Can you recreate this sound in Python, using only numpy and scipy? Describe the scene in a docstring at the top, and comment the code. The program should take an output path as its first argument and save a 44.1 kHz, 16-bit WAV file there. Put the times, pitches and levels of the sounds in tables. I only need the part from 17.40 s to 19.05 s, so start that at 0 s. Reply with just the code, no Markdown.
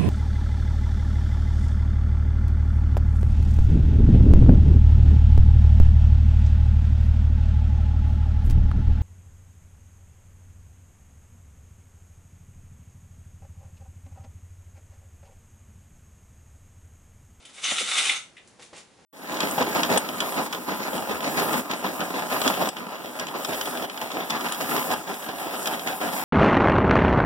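"""A small room, where a fabric blind is lowered by its bead chain. In one long pull the beads rattle over
the plastic drive wheel, ring the head rail and scrape through the guide, where the cord whistles thinly.
Now and then the chain catches and clacks on the housing, and the rail knocks twice in the hand.
Afterwards the slack chain ticks, the rail bumps softly and the cloth rustles as it is shifted.
A short room tail and quiet room tone sit under it all."""
import sys
import numpy as np
from scipy import signal
from scipy.fft import rfft, irfft
from scipy.io import wavfile
from scipy.ndimage import uniform_filter1d

SR = 44100
rng = np.random.default_rng(int(sys.argv[2]) if len(sys.argv) > 2 else 0)


def bounce(signal):
    """Save signal as a 16-bit WAV file at the path given by the first command-line argument."""
    frames = np.transpose(np.atleast_2d(signal))
    limited = np.clip(frames, -1, 1)
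    pcm = np.round(limited * 32767).astype(np.int16)
    wavfile.write(sys.argv[1], SR, pcm)


N = 72765
T = np.arange(N) / SR

# room tone EQ: f/Hz, level/dB
AIR_EQ = [(20, -19), (45, -11.5), (125, -1.5), (200, -1), (450, -3), (700, -5.5), (1000, -9), (2050, -12),
          (3200, -14.5), (3700, -14), (7000, -16.5), (11000, -22.5)]
# fader moves of the pull: t/s, rattle level/dB, scrape level/dB
PULL = [(0, -56.5, -61.5), (0.058, -56.5, -59), (.125, -61, -58.5), (.145, -51, -47.5), (.21, -46.5, -46.5),
        (.232, -36.5, -34.5), (.244, -27.5, -31.5), (.285, -28.5, -35), (.312, -27, -27.5),
        (0.336, -35, -31.5), (.37, -29, -33.5), (.402, -27.5, -27), (0.447, -35, -37), (.495, -28.5, -30),
        (.56, -27.5, -30), (0.585, -22, -24), (0.61, -28.5, -28), (.635, -28, -28.5), (.66, -27, -26),
        (0.721, -27.5, -33), (0.746, -31, -42), (0.763, -32.5, -34), (0.799, -47.5, -50.5),
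        (0.859, -70, -56), (0.919, -90, -90)]
# EQ of beads on the drive wheel: f/Hz, level/dB
RATTLE_EQ = [(40, -73), (110, -49), (240, -17.5), (600, -18), (760, -9), (1020, -18.5), (1360, -2),
             (1740, -9.5), (2140, 0.5), (3000, -2.5), (3220, -3.5), (3600, 1.5), (4800, -14), (9200, -13),
             (11000, -19)]
# modes of the head rail and wheel housing: f/Hz, level/dB, t60/s
RAIL_MODES = [(1255, -6, 0.11), (1325, -0.5, 0.068), (1420, -3.5, 0.054), (2053, -9, 0.026),
              (2203, -13, 0.029), (2255, -14, .05), (2470, -25, .05), (2600, -10, .04), (2856, -2.5, .05),
              (2945, -3, 0.089), (3510, -6, 0.022), (3530, -3, 0.037)]
# EQ of beads scraping in the guide: f/Hz, level/dB
SCRAPE_EQ = [(50, -51), (130, -32.5), (300, -17.5), (1200, -8.5), (2500, -4), (4000, -3.5), (4800, -3.5),
             (6200, -0.5), (9300, -1), (10300, -5.5), (11000, -6.5)]
# bright modes of the guide: f/Hz, level/dB, t60/s
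GUIDE_MODES = [(5340, -5, 0.0083), (6050, 3, 0.048), (6300, -26, .025), (7280, 2, 0.031), (7990, 6, 0.05),
               (8470, -8, 0.028)]
# the chain catches on the housing: t/s, level/dB, decay/s, favoured ring f/Hz
CLACKS = [(.05, -46.5, 0.011, 2983), (0.173, -44, 0.021, 2140), (0.241, -26, 0.0058, 3474),
          (0.266, -41, 0.0093, 3620), (0.302, -27, 0.0036, 3100), (0.313, -24, 0.0039, 2005),
          (0.381, -24.5, 0.017, 3503), (0.58, -20.5, 0.0084, 2903), (0.651, -24.5, .005, 3034),
          (.693, -17, 0.0045, 2299), (0.698, -21, 0.0048, 2877), (0.966, -45, 0.006, 2028),
          (0.976, -47, 0.012, 2620), (1.22, -47.5, 0.0098, 3670)]
# EQ of a clack: f/Hz, level/dB
CLACK_EQ = [(50, -53), (200, -29), (900, -31), (1600, -16.5), (2050, 0), (3000, -3.5), (3650, -1),
            (4500, -20.5), (7000, -15.5), (11000, -24)]
# the cloth shifts: t/s, level/dB, attack/s, decay/s, tilt/(dB per octave)
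RUSTLES = [(.05, -48, 0.0035, 0.015, 9.5), (.09, -50, 0.0062, 0.016, -0.5), (.172, -49.5, 0.011, 0.046, -1),
           (1.073, -53, 0.0027, 0.016, 7.5), (1.187, -47.5, 0.015, 0.019, -2),
           (1.204, -47, 0.022, 0.035, 2.5), (1.329, -43.5, .004, 0.036, -3.5),
           (1.335, -43, 0.047, .022, 1.5), (1.569, -58.5, 0.027, 0.058, -5)]
# EQ of the cloth: f/Hz, level/dB
CLOTH_EQ = [(30, -29), (80, -13.5), (150, -11.5), (400, -1.5), (800, 1), (1300, -2.5), (2300, 0.5),
            (4000, -2), (7500, -3.5), (11000, -11.5)]
# the cord sings in the guide: t/s, f/Hz, level/dB
WHISTLE = [(.225, 6100, -60), (.245, 6100, -26.5), (.28, 6350, -46), (.315, 6900, -36.5), (.35, 7350, -41),
           (0.384, 7200, -45), (0.451, 6300, -50), (.55, 6200, -56), (.58, 6150, -30), (0.609, 6200, -51),
           (0.729, 6300, -54), (.765, 6300, -38), (0.799, 6300, -53)]
# the rail knocks in the hand: t/s, level/dB, f/Hz, attack/s, decay/s, glide/(octaves per s)
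KNOCKS = [(.317, -28.5, 673.5, 0.0034, 0.0048, -6.5), (0.315, -35.5, 225, 0.0044, 0.0087, -0.5),
          (.402, -33.5, 564.3, 0.012, 0.01, -6.5), (.421, -47.5, 220.3, 0.0055, 0.021, -3),
          (1.184, -52.5, 511, 0.013, 0.0075, 2), (1.327, -46.5, 366, 0.0026, 0.012, -6)]
# EQ of the thud under a knock: f/Hz, level/dB
THUD_EQ = [(40, -22), (110, -3.5), (260, -0.5), (380, -3.5), (600, 3.5), (900, -7), (1600, -28),
           (4000, -48)]

TOP_HZ = 10950  # high cut of the EQs and the master


def undb(db):
    return 10 ** (np.asarray(db) / 20)


def unit(x):
    """Scaled to rms 1."""
    return x / np.sqrt(np.mean(x ** 2) + 1e-18)


def stereo(mid, side):
    return np.array([mid + side, mid - side])


def fade(t, t60):
    return np.exp(-np.log(1000) * t / t60)


def swell(start, attack, decay):
    """Straight rise, exponential fall."""
    return np.clip((T - start) / attack, 0, 1) * np.exp(-np.maximum(T - start - attack, 0) / decay)


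def ring(x, response):
    """Plays x through an impulse response of unit energy."""
    return signal.fftconvolve(x, response / np.linalg.norm(response))[:N]


def eq(points, tilt_db=0, size=2048):
    """Minimum-phase impulse response of an EQ curve, tilted per octave."""
    hz, db = np.array(points, float).T
    octave = np.log2(np.maximum(np.fft.rfftfreq(size, 1 / SR), 1))
    curve_db = np.interp(octave, np.log2(hz), db + tilt_db * np.log2(hz / hz[0]))
    curve_db -= 40 * np.maximum(octave - np.log2(TOP_HZ), 0)
    cepstrum = irfft(np.log(undb(curve_db)))
    cepstrum[1:size // 2] *= 2
    cepstrum[size // 2 + 1:] = 0
    return irfft(np.exp(rfft(cepstrum)))


def modes(table):
    """Impulse response of a table of damped modes."""
    t = T[:N // 4]
    return sum(undb(db) / np.sqrt(t60) * fade(t, t60) * np.cos(2 * np.pi * hz * t)
               for hz, db, t60 in table)


def grains(per_s, scatter_db):
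    """Random tiny contacts of uneven size, rms 1."""
    size = undb(scatter_db * np.clip(rng.standard_normal(N), -2, 2)) * rng.choice([-1, 1], N)
    return unit(size * (rng.random(N) < per_s / SR))


def wavering(hz, width):
    """A tone whose pitch trembles by a share of itself: a broad, driven resonance."""
    period = int(SR / np.mean(hz))
    wander = unit(uniform_filter1d(rng.standard_normal(N), period))
    return np.sin(2 * np.pi * np.cumsum(hz * (1 + width * wander)) / SR)


def room_tone():
    """A quiet, steady bed of dark air."""
    mid, side = (ring(rng.standard_normal(N), eq(AIR_EQ)) for _ in range(2))
    return undb(-58.5) * stereo(mid, 0.46 * side)


def bead_rattle():
    """Beads tick over the wheel, faster with a harder pull, and ring the rail."""
    bead_hz, speed_per_db = 421.3, 0.0052  # bead_hz is the rate at -25 dB of pull
    jitter, scatter_db, chatter_s = 0.3, 2.5, 0.0022
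    times, rattle_db, _ = np.array(PULL).T
    pull_db = np.interp(T, times, rattle_db)
    beads_passed = np.cumsum(bead_hz * np.exp(speed_per_db * (pull_db + 25))) / SR
    timing, strength = rng.standard_normal((N // 50, 2)).T
    onsets = np.searchsorted(beads_passed, np.arange(len(timing)) + jitter * timing)
    ticks = np.bincount(onsets, undb(scatter_db * np.clip(strength, -2, 2)), N + 1)[:N]
    chatter = signal.lfilter([1], [1, -np.exp(-1 / (SR * chatter_s))], ticks)
    beads = unit(chatter * rng.standard_normal(N)) * undb(pull_db)
    return undb(-3.5) * ring(beads, eq(RATTLE_EQ)) + undb(-12.5) * ring(beads, modes(RAIL_MODES))


def guide_scrape():
    """Beads drag through the guide: fine grit that rings its bright modes."""
    times, _, scrape_db = np.array(PULL).T
    grit = grains(per_s=7000, scatter_db=2.5) * undb(np.interp(T, times, scrape_db))
    return undb(-4) * ring(grit, eq(SCRAPE_EQ)) + undb(-12) * ring(grit, modes(GUIDE_MODES))


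def chain_clacks():
    """Beads hit the housing in quick succession; each spot favours one ring, and the rail rings on."""
    out, housing, rail = 0, eq(CLACK_EQ), modes(RAIL_MODES)
    for start, db, decay, hz in CLACKS:
        push = undb(db) * swell(start, attack=0.0026, decay=decay)
        hit = ring(grains(per_s=4000, scatter_db=0.5) * push, housing)
        tone = push * wavering(hz, width=0.1278)
        out += undb(-2.5) * hit + undb(-14.5) * ring(hit, rail) + undb(1.5) * tone
    return out


def cloth_rustle():
    """Fibres slip over each other in short swells."""
    out = 0
    for start, db, attack, decay, tilt_db in RUSTLES:
        slips = grains(per_s=3700, scatter_db=3) * swell(start, attack, decay)
        out += undb(db) * ring(slips, eq(CLOTH_EQ, tilt_db))
    return out


def cord_whistle():
    """The running cord sings a thin whistle that rises as the pull gets going, then drops back."""
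    times, hz, db = np.array(WHISTLE).T
    level = undb(3 + np.interp(T, times, db, left=-np.inf, right=-np.inf))
    return level * wavering(np.interp(T, times, hz), width=0.09)


def rail_knocks():
    """The rail bumps in the hand: one broad, sliding low resonance over a dull thud."""
    out, body = 0, eq(THUD_EQ)
    for start, db, hz, attack, decay, glide in KNOCKS:
        push = undb(db) * swell(start, attack, decay)
        pitch_hz = hz * 2 ** (glide * np.clip(T - start, 0, 0.1))
        out += push * wavering(pitch_hz, width=0.14)
        out += undb(-6) * ring(push * rng.standard_normal(N), body)
    return out


def room(x, wet_db):
    """Direct sound and a short diffuse tail whose treble dies sooner."""
    low_t60_s, treble_t60_s, predelay_s = 0.31, 0.25, 0.0027

    def tail():
        noise = rng.standard_normal(N)
        low = signal.sosfilt(signal.butter(1, 3000, fs=SR, output="sos"), noise)
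        return (low * fade(T, low_t60_s) + (noise - low) * fade(T, treble_t60_s)) * (T > predelay_s)
    wet = undb(wet_db)
    mid = x + wet * ring(x, tail())
    side = 0.75 * wet * ring(x, tail())
    return stereo(mid, side) / np.hypot(1, wet)


def scene():
    """The blind sits a touch left over the room tone, its knocks drier than the rest."""
    lowering = bead_rattle() + guide_scrape() + chain_clacks() + cloth_rustle() + cord_whistle()
    blind = room(lowering, wet_db=-4.5) + room(rail_knocks(), wet_db=-10.5)
    pan = undb([[0.3], [-0.3]])
    return blind * pan + room_tone()


def record(dry):
    """A steep high cut on the master."""
    return signal.sosfilt(signal.ellip(12, .2, 80, TOP_HZ, fs=SR, output="sos"), dry)


dry = scene()
out = record(dry)
bounce(out)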